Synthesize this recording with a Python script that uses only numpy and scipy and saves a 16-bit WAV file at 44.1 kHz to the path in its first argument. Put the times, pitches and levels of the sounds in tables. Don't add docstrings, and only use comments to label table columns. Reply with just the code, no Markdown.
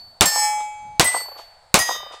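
import sys
import numpy as np
from scipy import signal
from scipy.fft import rfft, irfft
from scipy.io import wavfile
from scipy.ndimage import minimum_filter1d, map_coordinates

SR = 44100
rng = np.random.default_rng(int(sys.argv[2]) if len(sys.argv) > 2 else 0)


def master_out(mix):
    frames = np.transpose(np.atleast_2d(mix))
    ceiling = np.clip(frames, -1, 1)
    pcm = np.round(ceiling * 32767).astype(np.int16)
    wavfile.write(sys.argv[1], SR, pcm)


N = 97020
T = np.arange(N) / SR


def undb(db):
    return 10 ** (np.asarray(db) / 20)


def noise(colour):
    hz, db = np.array(colour, float).T
    bins_hz = np.maximum(np.arange(N // 2 + 1) * SR / N, 1)
    gain = undb(np.interp(np.log(bins_hz), np.log(hz), db))
    shaped = irfft(rfft(rng.standard_normal(N)) * gain, N)
    return shaped / np.std(shaped)


def band(lo_hz, hi_hz):
    sos = signal.butter(2, [lo_hz, min(hi_hz, .45 * SR)], "band", fs=SR, output="sos")
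    passed = signal.sosfilt(sos, rng.standard_normal(N))
    return passed / np.std(passed)


def fade(start_s, t60_s, rise_s=1e-4):
    age_s = np.maximum(T - start_s, 0)
    return (1 - np.exp(-age_s / rise_s)) * np.exp(-np.log(1000) * age_s / t60_s)


def swell(centre_s, sigma_s):
    return np.exp(-.5 * ((T - centre_s) / sigma_s) ** 2)


def wander(rate_hz):
    knots = rng.standard_normal(64)
    curve = map_coordinates(knots, [T[::100] * rate_hz], order=3, mode="mirror")
    return np.interp(T, T[::100], curve)


def outdoors():
    # freq_hz, density_db
    air_colour = [(25, -2), (100, -9.5), (300, -29.5), (700, -2.5), (1300, -14), (2500, -29.5), (4500, -16),
                  (6000, -34.5), (8000, -23), (10000, -33.5), (16000, -50)]
    # centre_s, sigma_s, level_db
    gusts = [(.03, 0.063, -59.5), (.5, 0.21, -62), (0.892, 0.055, -51.5), (1.961, 0.069, -60)]
    air = undb(-56.5 + wander(rate_hz=1.4)) * noise(air_colour)
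    wind_gain = sum(undb(db) * swell(centre_s, sigma_s) for centre_s, sigma_s, db in gusts)
    return air + wind_gain * band(25, 170)


def far_echoes(start_s):
    # freq_hz, density_db
    tree_colour = [(60, -25), (300, -13), (700, 21), (1600, 5), (3500, 10.5), (6000, 4), (9000, -1),
                   (13000, -28), (16000, -43)]
    # freq_hz, density_db
    roll_colour = [(60, -13.5), (280, -30.5), (600, 3.5), (1100, -8), (1700, -2), (4000, -17), (8000, -24),
                   (16000, -49)]
    trees = undb(-33) * noise(tree_colour) * fade(start_s + .374, t60_s=.23, rise_s=.018)
    roll = undb(-36.5) * noise(roll_colour) * fade(start_s, t60_s=1.7, rise_s=.1)
    return trees + roll


def near_echoes(start_s, terrain):
    # delay_s, sigma_s, level_db
    slaps = [(.054, .006, 3), (.152, 0.004, -6), (0.17, 0.0039, -16.5), (0.182, .005, -30),
             (0.211, .003, -28), (.222, .004, -37), (0.263, .004, -38), (.291, 0.0037, -33),
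             (.324, 0.0051, -36), (0.37, 0.0052, -35), (0.399, 0.0049, -33.5)]
    envelope = sum(undb(db) * swell(start_s + delay_s, sigma_s) for delay_s, sigma_s, db in slaps)
    return np.roll(terrain, int(start_s * SR)) * envelope


def shimmer(start_s, count):
    lo_hz, hi_hz = 5000, 15400
    out = np.zeros(N)
    first = max(int(start_s * SR), 0)
    age_s = T[first:first + SR // 2] - start_s
    for place, strength, phase in rng.random((count, 3)):
        pitch_hz = lo_hz + place * (hi_hz - lo_hz)
        t60_s = .19 * (hi_hz / pitch_hz) ** .25
        level_db = -10 + 8.5 * (2 * strength - 1)
        envelope = undb(level_db) * np.exp(-np.log(1000) * age_s / t60_s)
        out[first:first + len(age_s)] += envelope * np.sin(2 * np.pi * (pitch_hz * age_s + phase))
    return out


def mode(start_s, pitch_hz, level_db, t60_s):
    rise_s = 1e-4 + .018 * max(1 - pitch_hz / 7500, 0)
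    tone = np.sin(2 * np.pi * (pitch_hz * (T - start_s) + rng.random()))
    swing_db = 2 * wander(rate_hz=10)
    return undb(level_db + swing_db) * fade(start_s, t60_s, rise_s) * tone


def plate(start_s, size):
    # pitch_hz, level_db, t60_s
    large = [(842.5, -9.5, 1.55), (1156, -18, .5), (1325, -34, 1.1), (1680, -31, .8), (1784.6, 9, .31),
             (2050, -24, .8), (2277, -21, 1.35), (2575, -32, 1.19), (3013, -18, .44), (3280, -25, 1.),
             (4029, -19, .46), (4259, -14, .42), (4341, 7, .26), (4688, 0, .28), (5180, -6, .49),
             (5346, 10, .34), (5452, -10, .41), (6314, -24, 1.), (6487, 0, .4), (7003, -19, .76),
             (7366, -18, .82), (7547, 13, .22), (7862, -1, .48), (8174, -3, .42), (8312, -4, .27),
             (8944, -23, .8), (8966, -28, .8), (9004, 0, .22), (10189, -18, .55), (10542, -10, .38),
             (10565, -15, .38), (12281, -10, .3), (13020, -14, .4), (13959, -16, .44), (14241, -17, .48)]
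    medium = [(1206, -28, 1.5), (1901, 15, .215), (1954, -34, 1.3), (3057, -18, .7), (3298, 3, .22),
              (3662, -13, .68), (3853, -11, .42), (4917, -23, .85), (4921, 11, .28), (5424, -16, .38),
              (6419, 7, .26), (7284, 5, .19), (7565, -2, .2), (9068, 11, .15), (9560, -4, .2),
              (10440, 2, .16), (10823, -7, .2), (13139, -1, .24), (13795, -15, .38)]
    small = [(1993.5, 21, .205), (4484, -12, .84), (7223, -5, .19), (7549, -14, .33), (8182, 11, .12),
             (8212, 11, .2), (8226, 19, .2), (10198, 7, .13), (12542, -13, .5)]
    modes = dict(large=large, medium=medium, small=small)[size]
    splash_hz = 6500
    splash = undb(6) * band(splash_hz, splash_hz * 2.7) * fade(start_s, t60_s=.1)
    ring = sum(mode(start_s, *row) for row in modes)
    return splash + ring + shimmer(start_s, count=2 * len(modes))


def blast(start_s):
    # delay_s, level_db, positive_phase_s
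    pulses = [(.0002, 24, 0.0012), (.0062, 25.5, 0.00069), (.0095, 23.5, 0.00023), (.0320, 23, 0.0007)]
    # freq_hz, density_db
    scatter_colour = [(30, -36), (150, -21), (300, -22.5), (600, -2.5), (1000, -1), (1600, -7.5),
                      (2400, -5.5), (4000, -7.5), (8500, -12.5), (11000, -21), (16000, -28)]
    crack_hz, thump_hz, boom_hz, slide_hz = 7780, 155, 648, 6200
    edge_s = .00014
    pressure = np.zeros(N)
    for delay_s, level_db, positive_s in pulses:
        age_s = np.maximum(T - start_s - delay_s, 0)
        front = 1 - np.exp(-age_s / edge_s)
        pressure += undb(level_db) * front * (1 - age_s / positive_s) * np.exp(-age_s / positive_s)
    crack = undb(27.5) * band(crack_hz / 4, crack_hz) * fade(start_s, t60_s=.0097)
    thump = undb(6.5) * band(thump_hz * .65, thump_hz * 1.3) * fade(start_s, t60_s=.07, rise_s=.0013)
    boom = undb(16.5) * band(boom_hz / 2, boom_hz * 2) * fade(start_s + .00611, t60_s=.081)
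    buffet = undb(-10) * band(30, 228) * swell(start_s + .057, sigma_s=.012)
    slide = undb(12.5) * band(slide_hz, slide_hz * 1.6) * fade(start_s + .012, t60_s=.063)
    scatter = undb(18.5) * noise(scatter_colour) * fade(start_s, t60_s=.21, rise_s=.0037)
    return crack + pressure + thump + boom + buffet + slide + scatter


def scene():
    # start_s, blast_db, echo_db, strike_db, plate_size
    shots = [(-.43, 1, -10.5, 0, "small"), (.2090, 0.5, -4.5, -0.5, "large"),
             (0.9965, -0.5, -2.5, -4, "small"), (1.7421, 1, -1, -3.5, "medium")]
    # freq_hz, density_db
    slap_colour = [(60, -42), (250, -25), (500, -6), (800, 0), (1100, -2), (1600, -19), (3000, -31),
                   (8000, -54), (16000, -75)]
    strike_delay_s = .0472
    out = outdoors()
    terrain = noise(slap_colour)
    for start_s, blast_db, echo_db, strike_db, plate_size in shots:
        out += undb(blast_db) * blast(start_s)
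        out += undb(echo_db) * (near_echoes(start_s, terrain) + far_echoes(start_s))
        out += undb(strike_db) * plate(start_s + strike_delay_s, plate_size)
    return out[None]


def record(dry):
    limit_db, max_cut_db, top_hz = -1.5, 27.5, 15750
    attack_s, hold_s, release_db_per_s = .0011, .048, 254.5
    mono = dry[0]
    over_db = np.clip(20 * np.log10(np.abs(mono) + 1e-9) - limit_db, 0, max_cut_db)
    half_hold = int(hold_s * SR / 2)
    held_db = -minimum_filter1d(-over_db, 2 * half_hold + 1, origin=half_hold, mode="nearest")
    ramp_db = release_db_per_s * T
    target_db = np.maximum.accumulate(held_db + ramp_db) - ramp_db
    pole = np.exp(-1 / (attack_s * SR))
    cut_db = signal.lfilter([1 - pole], [1, -pole], target_db)
    clipped = np.clip(mono * undb(-cut_db), -1, 1)
    lowpass = signal.ellip(8, .2, 70, top_hz, fs=SR, output="sos")
    return np.clip(signal.sosfilt(lowpass, clipped), -1, 1)[None]


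dry = scene()
out = record(dry)
master_out(out)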